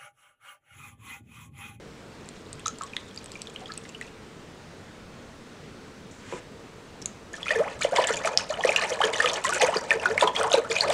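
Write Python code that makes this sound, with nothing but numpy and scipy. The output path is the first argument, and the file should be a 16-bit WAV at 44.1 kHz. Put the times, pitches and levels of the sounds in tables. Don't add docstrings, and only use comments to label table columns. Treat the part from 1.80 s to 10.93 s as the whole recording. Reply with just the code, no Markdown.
import sys
import numpy as np
from scipy import signal
from scipy.io import wavfile
from scipy.ndimage import uniform_filter1d

SR = 44100
rng = np.random.default_rng(int(sys.argv[2]) if len(sys.argv) > 2 else 0)


def wav_out(sig):
    wavfile.write(sys.argv[1], SR, np.round(np.clip(np.atleast_2d(sig).T, -1, 1) * 32767).astype(np.int16))


N = 402633


def gain_of(db):
    return 10 ** (np.asarray(db) / 20)


def evened(x):
    return x / np.sqrt(np.mean(x ** 2) + 1e-20)


def read(points, hz):
    f, value = np.transpose(points)
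    return np.interp(np.log(hz + 1), np.log(f + 1), value)


def curve(rows):
    s, db = np.transpose(rows)
    return np.interp(np.arange(N) / SR, s, db, -200, -200)


def add(mix, s, sound):
    part = mix[round(s * SR):][:len(sound)]
    part += sound[:len(part)]


def lowpass(x, hz, order=2):
    return signal.sosfilt(signal.butter(order, hz, fs=SR, output="sos"), x)


def band(x, lo_hz, hi_hz):
    return signal.sosfilt(signal.butter(2, [lo_hz, hi_hz], "band", fs=SR, output="sos"), x)


def drift(hz):
    return evened(lowpass(rng.standard_normal(N), hz))


# time in seconds, relative level in dB.
STREAM_LEVEL = [(.3, -61), (.9, -54), (1.95, -51.5), (2.3, -56)]
# pitch in Hz, width in Hz, level in dB against the water.
BUCKET_AIR = [(452, 58, -9), (964, 120, -5)]
CHURN_LAG_S = 0.008
CHURN_FALL_DB_PER_S, SPRAY_FALL_DB_PER_S = 169, 287
CHURN_LULL_DB, SPRAY_LULL_DB = -44, -51.5


def water():
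    churn_db = surges(CHURN_LAG_S, CHURN_FALL_DB_PER_S, CHURN_LULL_DB, level_column=2)
    spray_db = surges(0, SPRAY_FALL_DB_PER_S, SPRAY_LULL_DB, level_column=3)
    stream_db = curve(STREAM_LEVEL)
    stirred = swarm(churn_db - 3.0, spray_db + 2.5, per_s=520, spread_db=3, lowest_hz=391.1)
    froth = swarm(churn_db - 7, spray_db - 10, per_s=2500, spread_db=1.5, lowest_hz=420, count=24)
    poured = swarm(stream_db, stream_db, per_s=120, spread_db=3, lowest_hz=2500, tick_db=-6, count=12)
    droplet_db = (churn_db + spray_db) / 2 - 6
    spatter = swarm(churn_db, droplet_db, per_s=110, spread_db=5.5, lowest_hz=5500, tick_db=-2, count=10)
    crowd = stirred + froth + spatter + poured
    air = sum(gain_of(db) * band(crowd, hz - width / 2, hz + width / 2) for hz, width, db in BUCKET_AIR)
    return pockets() + crowd + air


# start in seconds, hold in seconds,
# relative level in dB of the churn of large pockets, relative level in dB of the spray of small ones.
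BAR_SURGES = [(5.526, 0.012, -59, -40), (5.64, 0.046, -44.5, -39), (5.68, 0.03, -34.5, -34),
              (5.732, 0.01, -28, -37), (6.009, 0.021, -32.5, -28.5), (6.093, 0.053, -31.5, -62),
              (6.153, 0.059, -29.5, -29.5), (6.254, 0.092, -30.5, -31.5), (6.426, 0.039, -26.5, -33.5),
              (6.56, 0.02, -34, -32), (6.688, 0.012, -27, -32), (6.819, 0.053, -28, -33),
              (6.943, 0.082, -30, -28), (7.085, 0.036, -30.5, -32.5), (7.205, 0.067, -27, -39),
              (7.324, 0.069, -32.5, -34), (7.399, 0.09, -31.5, -30), (7.524, 0.016, -32, -31),
              (7.634, 0.12, -26.5, -27.5), (7.793, 0.051, -23.5, -26.5), (7.912, 0.05, -28.5, -31.5),
              (8.088, 0.039, -27.5, -39), (8.185, 0.11, -27.5, -37.5), (8.364, 0.057, -25.5, -29),
              (8.546, 0.075, -23, -33.5), (8.696, 0.04, -26.5, -28.5), (8.887, 0.088, -30, -30),
              (8.997, 0.045, -27, -32), (9.056, .05, -30, -30)]
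RISE_S = 0.0083


def surges(lag_s, fall_db_per_s, lull_db, level_column):
    t = np.arange(N) / SR
    power = np.full(N, gain_of(lull_db) ** 2)
    first_s = BAR_SURGES[0][0]
    first = int(first_s * SR)
    for row in BAR_SURGES:
        start_s, hold_s = row[:2]
        since = t[first:] - lag_s - start_s
        fading_db = fall_db_per_s * np.maximum(since - RISE_S - hold_s, 0)
        swell = np.clip(since / RISE_S, 0, 1)
        power[first:] += (swell * gain_of(row[level_column] - fading_db)) ** 2
    return np.where(t > first_s, 10 * np.log10(power), -200)


# pitch in Hz, relative level in dB.
SWARM_TONE = [(340, -5.5), (450, 6), (1000, 1), (2400, 3), (5000, -5.5), (7800, -2), (12000, -38.5)]


def swarm(low_db, high_db, per_s, spread_db, lowest_hz, tick_db=-21, count=40):
    active = np.flatnonzero(low_db > -150)
    low_db, high_db = low_db[active], high_db[active]
    clumps = gain_of(8.0 * drift(30)[active])
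    out = np.zeros(N)
    for hz in np.geomspace(lowest_hz, 11000, count):
        small = np.clip(np.log(hz / 900) / np.log(4.0), 0, 1)
        chance = per_s * (hz / 2000) ** .4 / count / SR
        draw = rng.random(len(active)) / (chance * clumps)
        at = np.flatnonzero(draw < 1)
        size = np.zeros(len(active))
        size[at] = np.clip(draw[at], .02, 1) ** (-spread_db * np.log(10) / 20)
        size = evened(size)
        size[at] *= gain_of((1 - small) * low_db[at] + small * high_db[at])

        cycles = rng.uniform(16.7, 51.1, 4)
        rises = 1.5 * rng.random(4) ** 2 * (1 - 0.69 * small)
        grains = []
        for swings, rise in zip(cycles, rises):
            grain = bubble(hz * rng.uniform(.95, 1.05), swings / hz, rise, tick_db)
            grains.append(gain_of(read(SWARM_TONE, hz)) * grain / np.linalg.norm(grain))
        for k in at:
            add(out, active[k] / SR, size[k] * grains[k % len(grains)])
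    return out / np.sqrt(count)


# start in seconds, starting pitch in Hz,
# level in dB, ring in milliseconds, and for those that swoop, pitch rise over the ring as a share.
CLEAR_POCKETS = [(0.857, 3770, -26, 16), (0.8603, 1340, -21, 22), (0.8605, 6100, -20, 6),
                 (0.873, 1340, -35, 110), (0.881, 6530, -15, 4), (1.0101, 1250, -26, 22),
                 (1.022, 1110, -35, 110), (1.1339, 2500, -31, 18), (1.1663, 2030, -25, 11),
                 (1.1663, 3520, -16, 4), (1.3752, 4630, -27, 8), (1.5544, 2330, -33, 26),
                 (1.6713, 3520, -29, 6), (1.7607, 3070, -26, 9), (1.8131, 740, -39, 130, 0.4),
                 (1.8575, 3290, -31, 18), (1.888, 1300, -41, 170), (1.9, 1700, -37, 40),
                 (1.9199, 4040, -26, 5), (2.0526, 2000, -39, 18), (2.1478, 2860, -32, 17),
                 (2.2122, 1900, -26, 15), (5.2175, 6000, -31, 3), (5.224, 5500, -29, 4),
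                 (5.2588, 2900, -31, 3), (5.2585, 6800, -11, 2.5), (5.5377, 1770, -30, 34),
                 (5.63, 3250, -23, 14), (5.666, 1350, -26, 18), (5.682, 2400, -18, 9),
                 (5.705, 580, -28, 48, .7), (5.7055, 1900, -14, 36), (5.754, 1750, -24, 55),
                 (5.7558, 450, -19, 90), (5.788, 450, -16, 42, 0.9), (5.822, 900, -34, 32, 2.3),
                 (5.848, 680, -30, 42, 1.2), (5.876, 1800, -33, 14, 1.1), (6.007, 1300, -29, 20, 1.3),
                 (6.0201, 2330, -17, 16), (6.0482, 550, -11, 16), (6.12, 510, -20, 27, 1.0),
                 (6.169, 3500, -18, 10), (6.1833, 950, -11, 45), (6.186, 450, -16, 20, 1.0),
                 (6.24, 3000, -18, 14), (6.2715, 7200, -14, 5), (6.294, 1350, -25, 36, .8),
                 (6.304, 490, -17, 30), (6.3695, 7000, -19, 4), (6.447, 2250, -21, 18),
                 (6.449, 720, -18, 24), (6.4738, 1260, -14, 10), (6.5745, 5000, -1, 3.5),
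                 (6.7, 600, -22, 50, 0.4), (6.785, 650, -25, 35, 1), (6.808, 3200, -23, 9),
                 (6.8373, 1900, -16, 20), (6.8483, 510, -9, 26), (6.886, 520, -18, 22, 0.8),
                 (6.8912, 2500, -12, 15, 0.4), (6.919, 2400, -17, 14), (6.9614, 2800, -8, 16),
                 (7.116, 500, -21, 50), (7.204, 820, -13, 22), (7.212, 1000, -17, 12, 1.1),
                 (7.215, 3100, -18, 14), (7.232, 1700, -19, 35), (7.2362, 440, -18, 80),
                 (7.2388, 3070, -13, 12), (7.4015, 1800, -10, 26), (7.442, 500, -21, 120),
                 (7.443, 1260, -16, 30), (7.4595, 3070, -8, 4), (7.474, 2400, -17, 16),
                 (7.6456, 1020, -18, 40), (7.6519, 1900, -18, 22), (7.6911, 1170, -23, 45),
                 (7.724, 1440, -18, 30), (7.8041, 830, -20, 55), (7.832, 490, -12, 55),
                 (7.882, 550, -18, 20, .7), (7.925, 900, -24, 28, 1), (7.9598, 450, -13, 27),
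                 (7.9693, 4630, -15, 8), (8.1065, 2500, -7, 9), (8.1131, 1770, -12, 34),
                 (8.1545, 430, -21, 60), (8.2562, 1440, -10, 26), (8.3006, 420, -21, 70, 0.5),
                 (8.3784, 2180, -9, 10, 0.4), (8.4103, 3520, -14, 11, 0.4), (8.4224, 510, -13, 23, 0.4),
                 (8.4234, 950, -12, 70), (8.4346, 380, -18, 45, .6), (8.4731, 1020, -14, 37),
                 (8.475, 3200, -16, 14), (8.5633, 3290, -15, 18), (8.6114, 1340, -13, 9),
                 (8.644, 980, -19, 50), (8.7181, 3770, -14, 6), (8.7385, 3770, -9, 6),
                 (8.7402, 510, -8, 30), (8.749, 850, -16, 22), (8.7751, 450, -13, 65),
                 (8.846, 1300, -30, 36, .6), (8.898, 450, -22, 110), (8.9643, 2500, -17, 24),
                 (9.0079, 4320, -7, 9), (9.085, 500, -20, 35, .9)]
# start in seconds, level in dB.
SMACKS = [(0.489, -32), (0.7297, -27.5), (0.7958, -37.5), (0.8695, -24.5), (0.986, -34.5), (1.0208, -33),
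          (1.0354, -27), (1.3615, -36), (1.443, -36), (1.4597, -33), (1.5183, -31.5), (1.6184, -25),
          (1.938, -34), (1.9771, -25.5), (2.0918, -35), (2.2122, -33.5), (5.2218, -37)]


def pockets():
    out = np.zeros(N)
    for s, hz, db, ring_ms, *swoop in CLEAR_POCKETS:
        rise = swoop[0] if swoop else 0.15
        add(out, s, gain_of(db) * bubble(hz, ring_ms / 1000, rise, tick_db=-16))
    for s, db in SMACKS:
        add(out, s, gain_of(db) * bubble(rng.uniform(6930, 8200), 0.005, 0, tick_db=0.6))
    return out


def bubble(hz, ring_s, rise, tick_db):
    t = np.arange(int(ring_s * SR) + 64) / SR
    shake, spatter = rng.standard_normal((2, len(t)))

    swell_s = ring_s * (.04 + .05 * rise ** 2) + 1.5 / hz
    opening = 1 - np.exp(-t / swell_s)
    fall_db = 60 / (1 + max(rise - .4, 0) * 7)
    ending = np.clip(4 * (1 - t / ring_s), 0, 1)
    shape = gain_of(-fall_db * t / ring_s) * opening * ending

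    wobble = 0.4 * np.cumsum(shake) * np.sqrt(hz / SR)
    climb = rise * t ** 3 / ring_s ** 2 / 3
    ring = shape / shape.max() * np.sin(2 * np.pi * hz * (t + climb) + wobble)

    tick = np.convolve(spatter * np.exp(-t * SR / 16), np.repeat([.5, -.5], 3), "same")
    return ring + gain_of(tick_db) * tick


# start in seconds, relative level in dB.
RIM_KNOCKS = [(4.525, -20), (4.536, -21.5), (4.562, -29)]
# time in seconds, relative level in dB.
RIM_SCRAPE = [(4.305, -75), (4.313, -46), (4.33, -59), (4.45, -58), (4.52, -48), (4.59, -50), (4.61, -75)]
# pitch in Hz, relative level in dB, seconds to fall by 60 dB.
WALL_RING = [(371, -13, 0.13), (498, -5.5, 0.059), (756, -10.5, 0.013), (967, -9.5, 0.049),
             (2400, -12.5, 0.0089)]


def bar_lift():
    t, out = np.arange(4000) / SR, np.zeros(N)
    ring = sum(gain_of(db - 60 * t / t60) * np.sin(2 * np.pi * hz * t) for hz, db, t60 in WALL_RING)
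    for s, db in RIM_KNOCKS:
        add(out, s, gain_of(db) * ring)
    drag = gain_of(curve(RIM_SCRAPE)) * rng.standard_normal(N)
    hiss = gain_of(6.0) * band(drag, 5600, 7900)
    late = np.arange(N) > 4.4 * SR
    rasp = gain_of(12.5) * late * band(drag, 800, 2770)
    return out + hiss + rasp


def echoes(x, wall_db=-12, wall_t60=0.032, room_db=-18, room_t60=0.23):
    length = SR // 2
    t, taps = np.arange(length) / SR, np.zeros(length)
    at = np.arange(60, length - 20, 20)
    taps[at + rng.integers(0, 20, len(at))] = rng.choice([-1., 1.], len(at))
    near = taps * gain_of(-60 * t / wall_t60)
    far = band(taps * (t > .008), 220, 6400) * gain_of(-60 * t / room_t60)
    tail = gain_of(wall_db) * near / np.linalg.norm(near) + gain_of(room_db) * far / np.linalg.norm(far)
    return x + signal.oaconvolve(x, tail)[:N]


# pitch in Hz, relative level in dB for each Hz.
SHOP_TONE = [(15, -39), (25, -12), (93, -6.5), (140, -4), (240, -3.5), (289, -8), (433, -7.5), (762, -15.5),
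             (1240, -15.5), (4260, -25.5), (8000, -31.5), (11000, -41)]
SHOP_DB = -46
# pitch in Hz, width in Hz, level in dB that the wavering swings around.
SHOP_HUM = [(92.7, 8.2, -62), (450, 47, -58.5)]


def shop():
    frames, hz = N // 256 + 5, np.fft.rfftfreq(1024, 1 / SR)
    a, b, patches = rng.standard_normal((frames, 513, 3)).T
    patches = uniform_filter1d(patches, 10, 0)
    patches = evened(uniform_filter1d(patches, 20, 1))
    spectrum = (a + 1j * b) * gain_of(read(SHOP_TONE, hz)[:, None] + patches)
    noise = signal.istft(spectrum, nperseg=1024, noverlap=768)[1][:N]
    out = gain_of(SHOP_DB) * evened(noise)
    for f, width, db in SHOP_HUM:
        tone = evened(band(rng.standard_normal(N), f - width / 2, f + width / 2))
        out += gain_of(db + 3.1 * drift(0.47)) * tone
    return out


def scene():
    inside = water() + bar_lift()
    bright = signal.sosfilt(signal.butter(4, 340, "high", fs=SR, output="sos"), inside)
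    boom = gain_of(1) * band(inside, 155, 200)
    return (echoes(bright + boom) + shop())[None]


EDGE_HZ = 15700


def record(dry):
    soft = lowpass(dry, 10500, order=4)
    soft = soft + gain_of(-74) * rng.standard_normal(dry.shape)
    limit = signal.firwin(511, EDGE_HZ, window=("kaiser", 9), fs=SR)
    return signal.oaconvolve(soft, limit[None], "same")


dry = scene()
out = record(dry)
wav_out(out)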